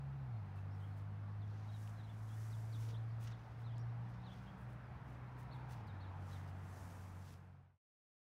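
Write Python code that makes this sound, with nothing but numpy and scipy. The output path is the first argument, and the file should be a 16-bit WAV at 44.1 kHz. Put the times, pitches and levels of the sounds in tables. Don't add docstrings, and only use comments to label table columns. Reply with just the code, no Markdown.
import sys
import numpy as np
from scipy import signal
from scipy.fft import rfft, irfft, next_fast_len
from scipy.io import wavfile
from scipy.ndimage import uniform_filter1d, map_coordinates

SR = 44100
rng = np.random.default_rng(int(sys.argv[2]) if len(sys.argv) > 2 else 0)


def generate_wav(signal):
    frames = np.transpose(np.atleast_2d(signal))
    scaled = np.clip(frames, -1, 1) * 32767
    pcm = np.round(scaled).astype(np.int16)
    wavfile.write(sys.argv[1], SR, pcm)


N = 370440
TIME = np.arange(N) / SR


def amp(db):
    return 10 ** (np.asarray(db) / 20)


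def unit(x):
    return x / np.sqrt(np.mean(x ** 2) + 1e-20)


def curve(points):
    return np.interp(TIME, *np.transpose(points))


def wobble(rate):
    return map_coordinates(rng.standard_normal(int(N * rate / SR) + 4), [TIME * rate])


def swell(peak_s, rise_s, fall_s, shape=2):
    t = TIME - peak_s
    distance = np.abs(t / np.where(t < 0, rise_s, fall_s))
    return np.exp(-.5 * np.minimum(distance, 20) ** shape)


def filtered(x, response):
    size = next_fast_len(N + SR // 2)
    return irfft(rfft(x, size) * response(np.fft.rfftfreq(size, 1 / SR)), size)[:N]


def coloured(x, spectrum):
    points_hz, db = np.transpose(spectrum)
    return unit(filtered(x, lambda hz: amp(np.interp(np.log(hz + 1), np.log(points_hz), db))))


def rush(spectrum, patchy_db):
    noise = signal.stft(rng.standard_normal(N), nperseg=1024)[2]
    patches = uniform_filter1d(rng.standard_normal(noise.shape), size=7, axis=0)
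    patches = unit(uniform_filter1d(patches, size=9, axis=1))
    patchy = signal.istft(noise * amp(patchy_db * patches), nperseg=1024)[1][:N]
    return coloured(patchy, spectrum)


def narrow(hz, width_hz):
    phase = 2 * np.pi * np.cumsum(hz * np.ones(N)) / SR
    return unit(wobble(width_hz) * np.cos(phase) + wobble(width_hz) * np.sin(phase))


# (frequency [Hz], relative level [dB])
HISS_COLOUR = [(1000, -2.5), (3500, 15), (5200, 8.5), (7500, 2), (10500, 2), (15500, -2)]

def hiss(level_db=-84):
    return amp(level_db) * coloured(rng.standard_normal(N), HISS_COLOUR)


# (time [s], level [dB])
ROAD_LEVEL = [(0.0, -68.5), (0.57, -67), (1.57, -68.5), (5.26, -64.5), (5.73, -63.5), (6.89, -65),
              (7.05, -66)]
# (frequency [Hz], relative level [dB])
RUMBLE_COLOUR = [(20, -42.5), (32, -22.5), (45, -10), (60, -1.5), (85, 0), (130, -0.5), (180, -3.5),
                 (240, -10.5), (300, -11.5), (360, -16.5), (480, -16), (800, -32), (2000, -75.5)]
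TYRE_COLOUR = [(250, -21), (500, -5), (720, 2), (880, 1.5), (1100, -0.5), (1600, -4), (2200, -10.5),
               (3000, -18.5), (4500, -33.5), (7000, -42.5), (10000, -44.5), (15000, -57)]

def road(rumble_db=-58.5, rumble_follows=.7, tyre_boost_db=3):
    road_db = curve(ROAD_LEVEL)
    rumble_gain = amp(rumble_db + rumble_follows * (road_db - road_db.mean()))
    rumble = rumble_gain * rush(RUMBLE_COLOUR, patchy_db=.07)
    tyres = amp(road_db + tyre_boost_db) * rush(TYRE_COLOUR, patchy_db=1.1)
    return rumble + tyres


# (loudest time [s], half length [s], pitch [Hz], level [dB])
TREAD_PASSES = [(.1, 0.61, 790, -70.5), (2.0, 0.44, 726, -73), (3.7, 0.45, 867, -76),
                (5.72, 0.35, 918, -66)]

def tyre_treads():
    return sum(amp(db) * swell(s, half, half) * narrow(hz, width_hz=230)
               for s, half, hz, db in TREAD_PASSES)


def exhaust(firing_hz, tones, waver_db):
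    phase = 2 * np.pi * np.cumsum(firing_hz) / SR
    out = np.zeros(N)
    for multiple, db in tones:
        gain = np.sqrt(2) * amp(db + waver_db * wobble(12))
        out += gain * np.sin(multiple * phase + rng.uniform(0, 2 * np.pi))
    return out


# (loudest time [s], half length [s], level [dB], firing rate then [Hz], change [Hz/s])
CAR_ENGINES = [(4.6, 0.98, -66.5, 147, 0), (6.1, .4, -59.5, 145.5, -5.5), (7.6, .45, -56.5, 139.5, -6),
               (4.37, .28, -59, 189, 36), (7.15, .4, -65, 174.5, 15)]

def cars():
    out = np.zeros(N)
    for s, half, db, hz, change in CAR_ENGINES:
        firing_hz = hz + change * (TIME - s)
        out += swell(s, half, half) * exhaust(firing_hz, [(.99, db)], waver_db=1.5)
    return out


# (start [s], end [s], starting firing rate [Hz], starting change [Hz/s])
TRUCK_GEARS = [(0, .21, 138, 0), (.44, 5.70, 97.6, 7.3), (5.94, 8.4, 95.6, -1.5)]
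# (time [s], level [dB])
TRUCK_LEVEL = [(0.0, -46.5), (0.28, -48), (0.35, -43.5), (0.51, -52), (0.55, -48), (1.42, -46), (2.04, -49),
               (2.81, -43), (3.32, -46), (3.46, -56.5), (3.64, -47), (3.91, -44.5), (4.59, -62.5),
               (4.65, -50.5), (4.9, -55.5), (6.19, -48.5), (7.0, -54), (7.1, -52.5)]
# (frequency [Hz], level [dB])
EXHAUST_PIPE = [(47, -80.5), (55, -69.5), (62, -63.5), (69, -58), (100, -78), (140, -65.5), (149, -57),
                (159, -63.5), (170, -73.5), (186, -72), (200, -70), (215, -67.5), (228, -76.5), (250, -75),
                (290, -84)]

def truck(drag_s=9):
    hz = np.zeros(N)
    in_gear = np.zeros(N, bool)
    for start, end, start_hz, change in TRUCK_GEARS:
        now = (TIME >= start) & (TIME <= end)
        eased_s = drag_s * (1 - np.exp((start - TIME[now]) / drag_s))
        hz[now] = start_hz + change * eased_s
        in_gear |= now
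    hz = np.interp(TIME, TIME[in_gear], hz[in_gear])
    main_tone = (.99, curve(TRUCK_LEVEL))
    weak_tones = [(k, np.interp(k * hz, *np.transpose(EXHAUST_PIPE))) for k in (.5, 1.5, 2, 2.5)]
    return exhaust(hz, [main_tone] + weak_tones, waver_db=.5)


# (frequency [Hz], relative level [dB])
TWITTER_COLOUR = [(2300, -17), (3300, -1), (4200, 0.5), (5300, -0.5), (6500, -8), (8000, -16),
                  (12000, -31.5)]

def twitter(song, steady_db=-90, answer_db=-9, lively_s=.5):
    shimmer = rush(TWITTER_COLOUR, patchy_db=1.6)
    song_power = np.abs(uniform_filter1d(song ** 2, int(lively_s * SR)))
    return np.sqrt(amp(steady_db) ** 2 + amp(answer_db) ** 2 * song_power) * shimmer


CHIRP_GLIDES = {"plunge": (0.99, .81, .73, .70), "slur": (1, 0.91, .88, .77),
                "arch": (.81, 0.98, 0.89, 0.81, .74), "dip": (1, .76, .75, .77, .77, 0.66),
                "hump": (.86, 0.93, 0.97, .87), "rise": (0.89, .74, .83, 0.99)}

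def chirp(kind, length_s, top_hz, second_voice_db=-9.5):
    glide = np.array(CHIRP_GLIDES[kind], float)
    progress = np.linspace(0, 1, int(length_s * SR))
    quaver = 1 + .02 * map_coordinates(rng.standard_normal(64), [progress * length_s * 450])
    hz = top_hz * map_coordinates(glide, [progress * (len(glide) - 1)], mode="nearest") * quaver
    phase = 2 * np.pi * np.cumsum(hz) / SR
    voices = np.sin(phase) + amp(second_voice_db) * np.sin(phase * rng.uniform(.82, .92))
    return np.sqrt(np.abs(np.sin(np.pi * progress))) * voices


def far_calls(per_s=7, level_db=-85.5, around_hz=4900):
    kinds = list(CHIRP_GLIDES)
    notes = []
    for when, length, pitch, pick in rng.random((int(per_s * N / SR), 4)):
        top_hz = around_hz * (.75 + .45 * pitch)
        kind = kinds[int(pick * len(kinds))]
        notes.append((when * N / SR, .04 + .04 * length, level_db, top_hz, kind))
    return birdsong(notes)


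def tree_echo(sound, level_db=-11, decay_s=.35):
    t = np.arange(SR // 2) / SR
    build_up = 1 - np.exp(-t / .015)
    tail = rng.standard_normal(len(t)) * amp(-60 * t / decay_s) * build_up
    return amp(level_db) * signal.fftconvolve(sound, tail / np.linalg.norm(tail))[:N]


# (time [s], length [s], level [dB], top pitch [Hz], kind of chirp)
SONG_NOTES = [(0.703, 0.065, -81, 5750, "hump"), (0.799, 0.07, -73, 4160, "dip"),
              (1.405, .048, -74, 4700, "plunge"), (1.672, 0.05, -73, 4250, "slur"),
              (1.718, 0.066, -70.5, 4320, "slur"), (1.967, .06, -73, 4380, "slur"),
              (2.033, 0.033, -74, 4420, "slur"), (2.075, .045, -70.5, 3600, "hump"),
              (2.282, .08, -72.5, 4390, "dip"), (2.518, 0.04, -68.5, 4880, "plunge"),
              (2.723, .052, -65, 4860, "plunge"), (2.928, .056, -67.5, 4450, "rise"),
              (2.935, .035, -71.5, 4000, "slur"), (3.09, 0.035, -79, 5600, "rise"),
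              (3.318, .034, -69, 4750, "plunge"), (3.632, 0.082, -70, 4260, "arch"),
              (3.703, 0.05, -71, 3530, "hump"), (3.756, .029, -73.5, 4800, "arch"),
              (3.781, .05, -73.5, 5850, "hump"), (4.231, 0.072, -68, 4360, "arch"),
              (4.295, .05, -66, 3570, "hump"), (4.461, 0.055, -70.5, 4290, "dip"),
              (5.509, .06, -67.5, 4450, "arch"), (5.869, .048, -68, 5120, "plunge"),
              (5.995, 0.071, -70.5, 4420, "arch"), (6.059, .045, -78, 4360, "slur"),
              (6.31, 0.062, -69, 4350, "slur")]

def birdsong(notes=SONG_NOTES, flutter_db=2.4):
    song = np.zeros(N + SR)
    for s, length, db, top_hz, kind in notes:
        note = amp(db) * chirp(kind, length, top_hz)
        song[round(s * SR):][:len(note)] += note
    return song[:N] * amp(flutter_db * wobble(200))


# (loudest time [s], half length [s], level [dB], pitch [Hz])
SQUEAKS = [(0.588, 0.0049, -68.5, 2640), (1.56, 0.012, -72, 1990), (2.375, 0.0079, -64.5, 1860)]

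def squeaks():
    unsteady_time = np.cumsum(1 + .012 * wobble(400)) / SR
    return sum(amp(db) * swell(s, half, half) * np.sin(2 * np.pi * hz * unsteady_time)
               for s, half, db, hz in SQUEAKS)


# (time [s], peak level [dB], pitch [Hz])
SNAPS = [(.752, -66, 8000), (1.876, -50.5, 2925), (1.896, -55.5, 6430), (2.904, -52, 4190),
         (2.912, -58, 5000), (3.782, -53.5, 7000), (3.795, -62, 9000), (4.734, -66, 8020)]

def snaps(decay_cycles=1.4):
    out = np.zeros(N)
    t = np.arange(SR // 50) / SR
    for s, db, hz in SNAPS:
        grit = 1 + .3 * rng.standard_normal(len(t))
        click = grit * np.sin(2 * np.pi * hz * t) * np.exp(-t * hz / decay_cycles)
        out[round(s * SR):][:len(t)] += amp(db) * click / np.abs(click).max()
    return out


def rustle(spectrum, flicks_per_s, flick_db, clump_db):
    flicks = (rng.random(N) < flicks_per_s / SR) * rng.uniform(-1, 1, N)
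    rubbing = rng.standard_normal(N) + amp(flick_db) * unit(flicks)
    return coloured(rubbing * amp(clump_db * wobble(130)), spectrum)


# (loudest time [s], length [s],
# brush level [dB], crunch level [dB])
SCUFFS = [(.575, 0.048, -84.5, -82), (.82, .17, -84, -99), (.982, .035, -81.5, -82),
          (1.58, 0.25, -90, -77.5), (2.833, 0.087, -79.5, -70.5), (2.895, 0.028, -89.5, -69),
          (3.226, .05, -70.5, -68), (3.28, .045, -87.5, -68), (3.42, .25, -93, -81),
          (3.61, 0.054, -86, -93), (4.097, 0.025, -83.5, -83), (4.144, 0.014, -98, -74),
          (4.344, .16, -84, -78.5), (4.608, 0.066, -83, -98), (4.712, 0.055, -85.5, -93.5),
          (5.1, 0.076, -83.5, -81.5), (5.401, .045, -75.5, -77), (5.55, .06, -83.5, -93),
          (5.712, 0.042, -70.5, -68), (5.785, .04, -90, -79), (5.875, .025, -84.5, -87.5),
          (6.226, .01, -82, -74.5), (6.32, .13, -81.5, -72), (6.483, .03, -81.5, -79),
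          (7.272, 0.1, -77, -69.5), (7.326, 0.014, -72, -72)]
# (frequency [Hz], relative level [dB])
BRUSH_COLOUR = [(1500, -20), (4000, -7.5), (7000, -1), (10000, -1), (13000, -4), (15500, -3)]
CRUNCH_COLOUR = [(600, -15.5), (1800, 3), (2700, 4.5), (4000, 1), (6200, 0), (8000, -13.5), (15000, -27)]

def scuffs(rise_share=.32):
    brush = rustle(BRUSH_COLOUR, flicks_per_s=3900, flick_db=-.5, clump_db=2)
    crunch = rustle(CRUNCH_COLOUR, flicks_per_s=600, flick_db=.5, clump_db=2)
    out = np.zeros(N)
    for s, length, brush_db, crunch_db in SCUFFS:
        stroke = swell(s, rise_share * length, (1 - rise_share) * length)
        out += stroke * (amp(brush_db) * brush + amp(crunch_db) * crunch)
    return out


# (loudest time [s], half length [s], level [dB])
SAND_THUDS = [(2.78, 0.06, -67.5), (2.925, 0.05, -71.5), (7.3, 0.051, -74.5)]
# (frequency [Hz], relative level [dB])
SAND_COLOUR = [(150, -14.5), (230, -0.5), (295, 6.5), (370, -13), (465, 3), (600, -16.5), (1200, -36.5)]

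def sand_thuds():
    landing = sum(amp(db) * swell(s, half, half) for s, half, db in SAND_THUDS)
    return landing * rush(SAND_COLOUR, patchy_db=-2.5)


# (loudest time [s], rise [s], fall [s], level [dB])
BAG_HEAVES = [(1.825, 0.058, 0.079, -71.5), (2.44, .15, 0.2, -70), (2.84, 0.08, 0.043, -69),
              (6.33, 0.06, 0.068, -73), (6.8, 0.099, .25, -70), (7.31, 0.092, .035, -70.5)]
# (frequency [Hz], relative level [dB])
SWISH_COLOUR = [(500, -28), (1500, 4.5), (2500, -1), (4000, -0.5), (5800, 5), (7500, 2.5), (11000, -0.5),
                (15500, -5)]

def bag_swish():
    power = sum((amp(db) * swell(s, rise, fall, shape=1.3)) ** 2 for s, rise, fall, db in BAG_HEAVES)
    return np.sqrt(power) * rustle(SWISH_COLOUR, flicks_per_s=1200, flick_db=-5.5, clump_db=.7)


def scene():
    song = birdsong()
    lawn = bag_swish() + sand_thuds() + scuffs() + squeaks() + snaps()
    background = truck() + cars() + road() + tyre_treads() + hiss() + twitter(song)
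    birds = song + far_calls()
    return (background + birds + tree_echo(birds) + lawn)[None]


def record(dry, fade_start_s=7.04, silent_s=7.785, top_hz=15700):
    faded = dry[0] * np.interp(TIME, [fade_start_s, silent_s], [1, 0])
    return filtered(faded, lambda hz: hz < top_hz)[None]


dry = scene()
out = record(dry)
generate_wav(out)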